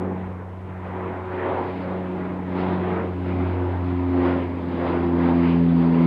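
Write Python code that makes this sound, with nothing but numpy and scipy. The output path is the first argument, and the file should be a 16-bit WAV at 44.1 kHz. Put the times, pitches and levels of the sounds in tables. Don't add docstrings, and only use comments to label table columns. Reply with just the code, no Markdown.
import sys
import numpy as np
from scipy import signal
from scipy.fft import rfft, irfft
from scipy.io import wavfile
from scipy.ndimage import uniform_filter1d

SR = 44100
rng = np.random.default_rng(int(sys.argv[2]) if len(sys.argv) > 2 else 0)


def unload_audio(sound):
    columns = np.transpose(np.atleast_2d(sound))
    steps = np.round(np.clip(columns, -1, 1) * 32767)
    wavfile.write(sys.argv[1], SR, steps.astype(np.int16))


def elevation(decibels):
    levels = np.asarray(decibels, float)
    return 10 ** (levels / 20)


N = 267246

ROAR_BAND_HZ = [300, 760, 1900, 3900]


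def in_time(rows, s):
    at, *columns = np.transpose(rows)
    return np.array([np.interp(s, at, c) for c in columns])


def at_hz(points, hz):
    point_hz, point_db = np.array(points)[:, :2].T
    return np.interp(np.log(hz), np.log(point_hz), point_db)


def rms_one(x):
    return x / np.sqrt(np.mean(x ** 2) + 1e-20)


def drift(rate):
    pole = np.exp(-80 * np.pi * rate / SR)
    noise = rng.standard_normal(N // 40 + 2002)
    slow = signal.lfilter([1], [1, -2 * pole, pole * pole], noise)[2000:]
    return np.interp(np.arange(N) / 40, np.arange(len(slow)), rms_one(slow - slow.mean()))


def shaped(spectrum):
    hz = np.arange(N // 2 + 1) * SR / N + 1
    white = rfft(rng.standard_normal(N))
    return rms_one(irfft(white * elevation(at_hz(spectrum, hz)), N))


def bell(s, at, half):
    return np.exp(-((s - at) / half) ** 2)


def low_noise(cutoff_hz, shape):
    sos = signal.butter(2, cutoff_hz, fs=SR, output="sos")
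    return signal.sosfilt(sos, rng.standard_normal(shape))


def blade_motion(s):
    # t/s, blade rate f/Hz, fundamental level/dB
    blades = [(0.0, 92.7, -34.5), (0.56, 92.52, -36), (0.9, 92.1, -35.5), (1.4, 92.11, -36),
              (2.05, 91.68, -38), (2.4, 91.55, -38), (2.7, 91.42, -32), (3.05, 91.0, -32.5),
              (3.45, 89.75, -25), (4.15, 89.0, -27), (4.75, 87.35, -34.5), (5.05, 86.5, -30),
              (5.55, 85.07, -30), (6.06, 83.48, -39)]
    blade_hz, first_db = in_time(blades, s)
    blade_hz = uniform_filter1d(blade_hz, size=SR // 5, mode="nearest")
    start_turn = .47
    return start_turn + np.cumsum(blade_hz) / SR, first_db


def overtones(s):
    # t/s, half length/s, harmonic number, peak level/dB
    beams = [(0.045, 0.27, 2, -29.5), (0.05, 0.09, 3, -39.5), (0.91, 0.35, 2, -38), (1.146, 0.052, 3, -42),
             (1.332, 0.08, 2, -44), (1.604, 0.26, 3, -41.1), (1.776, 0.098, 2, -42.5),
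             (1.804, 0.06, 3, -40), (2.07, 0.32, 2, -33), (2.291, 0.24, 3, -37), (2.632, 0.11, 3, -30.5),
             (2.704, 0.13, 2, -37.2), (2.784, 0.5, 2, -30.5), (2.842, 0.06, 3, -55), (3.015, 0.06, 3, -44),
             (3.244, 0.11, 3, -31.5), (3.412, 0.077, 3, -27.5), (3.426, 0.16, 2, -34.5),
             (3.627, 0.084, 3, -31.5), (3.877, 0.14, 2, -34), (3.922, 0.18, 3, -31.5),
             (4.217, 0.22, 3, -22.5), (4.272, 0.13, 2, -34), (4.72, 0.2, 3, -34), (5.167, 0.6, 2, -31.4),
             (5.23, 0.056, 2, -40.1), (5.281, 0.27, 3, -27.5), (5.75, 0.38, 2, -20.5),
             (6.02, 0.87, 3, -19.5), (6.06, 0.064, 2, -21.5)]
    # t/s, half length/s, harmonic number, peak level/dB
    glints = [(0.02, 0.2, 4, -35), (0.684, 0.14, 4, -46.5), (1.036, .13, 4, -37), (1.05, 0.075, 5, -46.5),
              (1.4, 0.12, 6, -39.5), (1.487, 0.27, 4, -31), (1.657, .3, 5, -43), (1.896, .2, 6, -42),
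              (2.174, 0.2, 4, -34), (2.608, 0.088, 4, -29.5), (2.655, 0.12, 5, -38), (2.877, 0.15, 4, -30),
              (2.992, 0.12, 5, -33.5), (3.03, 0.09, 6, -39), (3.362, 0.21, 4, -32), (3.65, 0.063, 4, -32.5),
              (3.923, .08, 4, -33), (4.211, 0.073, 5, -43), (4.24, 0.2, 4, -26.5), (4.27, 0.11, 6, -35.5),
              (4.854, 0.11, 6, -38), (4.956, 0.041, 5, -47), (4.986, 0.31, 4, -28.3),
              (5.266, 0.091, 6, -42), (5.301, 0.07, 5, -37), (5.393, 0.22, 4, -29.5),
              (5.6, 0.057, 5, -33.5), (5.65, 0.12, 6, -45), (5.95, 0.18, 5, -36.5), (6.3, 0.44, 4, -26)]
    cancelled_db = -59
    gain = np.full((5, N), elevation(cancelled_db))
    for at, half, harmonic, peak_db in beams + glints:
        gain[int(round(harmonic)) - 2] += elevation(peak_db) * bell(s, at, half)
    return 20 * np.log10(gain)


def propellers(turns, levels_db, middle_db):
    # harmonic number, level above the middle roar/dB
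    upper = [(7, -14), (8, -15), (9, -16)]
    twinkle_db = .35
    out = np.zeros(N)
    far = np.clip(np.linspace(2, 0, N), .12, 1)
    for k, level_db in enumerate(levels_db):
        slow, quick = drift(.5), drift(6)
        wander = far * np.sqrt(k + 1) * (.7 * slow + .08 * k * quick)
        level_db = level_db + twinkle_db * k * far * np.roll(quick, N // 2)
        lean = .55 - .4 * (k - 1.5) ** 2
        out += np.sqrt(2) * elevation(level_db) * np.sin(2 * np.pi * (k + 1) * turns + lean + wander)
    for multiple, above_db in upper:
        twinkle = elevation(middle_db + above_db + 2.2 * drift(3.3))
        out += twinkle * np.sin(2 * np.pi * multiple * turns + 2.1 * drift(1.9))
    return out


def air_path(s):
    # t/s, half length/s, gain level/dB, centre f/Hz
    eddies = [(0.027, 0.21, 14.5, 313), (0.07, 0.25, 7.5, 3110), (0.395, 0.14, 4, 707),
              (1.044, 0.21, 10, 625), (1.054, 0.48, 8, 2354), (1.371, 0.083, 6, 2800),
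              (1.542, 0.19, 16, 633), (1.716, 0.31, 12.5, 4610), (1.906, 0.13, 9.5, 505),
              (2.214, 0.24, 10, 1710), (2.251, 0.2, 8.5, 180), (2.656, 0.2, 13, 5660),
              (2.672, 0.17, 13.5, 732), (2.959, 0.12, 14, 1360), (3.037, 0.4, 7.5, 182),
              (3.344, 0.29, 9.5, 2490), (3.397, 0.12, 5, 390), (3.679, 0.18, 10.5, 1012),
              (3.92, 0.14, 8, 2020), (4.276, 0.26, 18.5, 1230), (4.508, 0.35, 1, 177),
              (4.902, 0.21, 20, 1355), (5.021, 0.1, 4.2, 260), (5.262, 0.15, 14.5, 1070),
              (5.516, 0.2, 11.5, 1380), (5.945, 0.23, 14, 1130)]
    # t/s, half length/s, gain level/dB, centre
    # f/Hz
    ripples = [(.88, 0.032, 1.5, 895), (1.02, 0.03, 1, 4050), (1.62, 0.049, 0.5, 2265),
               (1.8, 0.065, 0.5, 3290), (2.6, 0.039, 4, 3970), (2.85, 0.067, 4.5, 1204),
               (3.29, 0.043, 5.5, 4370), (3.45, 0.04, 2.5, 401), (4.27, 0.06, 3.5, 5000),
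               (4.86, .07, 1, 4920), (5.24, 0.052, 1.5, 4000), (5.47, 0.067, 5.5, 5400),
               (5.82, .05, 4, 4010), (0.69, 0.36, -2, 280), (3.9, 0.082, 2, 450), (6.6, 0.18, 4, 220),
               (3.2, 0.082, -1.5, 450), (1.3, .1, -1.5, 550), (3.7, 0.036, 1, 1600), (6.5, 0.058, 0, 1600),
               (1.75, .12, 0, 6000), (3.92, 0.094, -4, 1100), (4.1, 0.053, -2, 1000),
               (4.98, 0.06, -3, 1200), (6.05, 0.052, 4.5, 3700)]
    lull_db = [-47, -42.5, -54, -84]
    nearing_db_per_s = [1.93, 0.2, .05, 2.7]
    eddy_octaves = 1.95
    swell_db = np.array(lull_db)[:, None] + np.outer(nearing_db_per_s, s)
    for at, half, gain_db, hz in eddies + ripples:
        reach = bell(np.log2(ROAR_BAND_HZ), np.log2(hz), eddy_octaves)
        swell_db = swell_db + gain_db * np.outer(reach, bell(s, at, half))
    return swell_db


def roar(swell_db, patchy_db):
    # f/Hz, level/dB per Hz
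    colour = [(25, -28), (70, -8.5), (130, -4.5), (320, 3), (700, -5.5), (980, -3), (1120, -8.5),
              (1700, -15.5), (2100, -16), (2900, -25.5), (3400, -29.5), (3800, -33), (5000, -43.5),
              (5700, -63)]
    roar_db, far_loss_db = -30, -11
    swell_db = swell_db - 10 * np.log10(np.mean(elevation(2 * swell_db), axis=1, keepdims=True))
    out = np.zeros(N)
    coloured = [shaped(colour), shaped(colour)]
    gust = drift(8.3)
    edges = 20 * 2 ** (np.arange(27) / 3)
    for k, (low, high) in enumerate(zip(edges, edges[1:])):
        hz = np.sqrt(low * high)
        place = np.interp(np.log(hz), np.log(ROAR_BAND_HZ), range(4))
        below = min(int(place), 2)
        band_db = swell_db[below] + (place - below) * (swell_db[below + 1] - swell_db[below])
        if hz > 3000:
            octaves = np.log2(min(hz, 5200) / 4000)
            band_db = band_db + far_loss_db * np.linspace(1, -.3, N) * octaves
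        if hz < 170:
            band_db = band_db * np.clip(0.13 + 0.11 * (hz > 90), 0, 1)
        third_octave = signal.butter(2, [low, high], "band", fs=SR, output="sos")
        band = signal.sosfilt(third_octave, coloured[k % 2])
        out += band * elevation(band_db + patchy_db * (drift(6) + .3 * gust))
    return elevation(roar_db) * rms_one(out)


def whine(turns, top_db):
    order, width_hz, above_top_db = 55.6, 80, -9.5
    smear = low_noise(width_hz, (2, N))
    phase = 2 * np.pi * order * turns
    far_db = np.linspace(-13, 2, N)
    tone = smear[0] * np.cos(phase) + smear[1] * np.sin(phase)
    return elevation(top_db + above_top_db + far_db) * rms_one(tone)


def camera():
    # f/Hz, level/dB per Hz
    hiss = [(1500, -20), (3500, 1), (5600, 0), (9000, -3), (12000, -7.5), (14200, -8), (14400, -12),
            (15000, -13)]
    hiss_db, motor_hz, motor_db = -75, 149.85, -101
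    multiples = np.arange(30, 80)
    uneven_db = 3 * rng.standard_normal(len(multiples))
    levels = elevation(motor_db + uneven_db - .15 * (multiples - 30))
    turn = 2 * np.pi * motor_hz * np.arange(N) / SR
    buzz = np.zeros(N)
    for multiple, level in zip(multiples, levels):
        buzz += level * np.sin(multiple * turn + rng.uniform(0, 2 * np.pi))
    return elevation(hiss_db) * shaped(hiss) + buzz


def handling():
    sway_db, sway_hz = -64, 14
    return elevation(sway_db) * rms_one(low_noise(sway_hz, N))


def scene():
    s = np.arange(N) / SR
    turns, first_db = blade_motion(s)
    swell_db = air_path(s)
    drone = propellers(turns, [first_db, *overtones(s)], swell_db[1])
    aircraft = drone + roar(swell_db, patchy_db=1.58) + whine(turns, swell_db[3])
    return (aircraft + camera() + handling())[None]


def roll_off(x):
    return signal.sosfilt(signal.butter(12, 15010, fs=SR, output="sos"), x)


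def record(dry):
    return roll_off(dry)


dry = scene()
out = record(dry)
unload_audio(out)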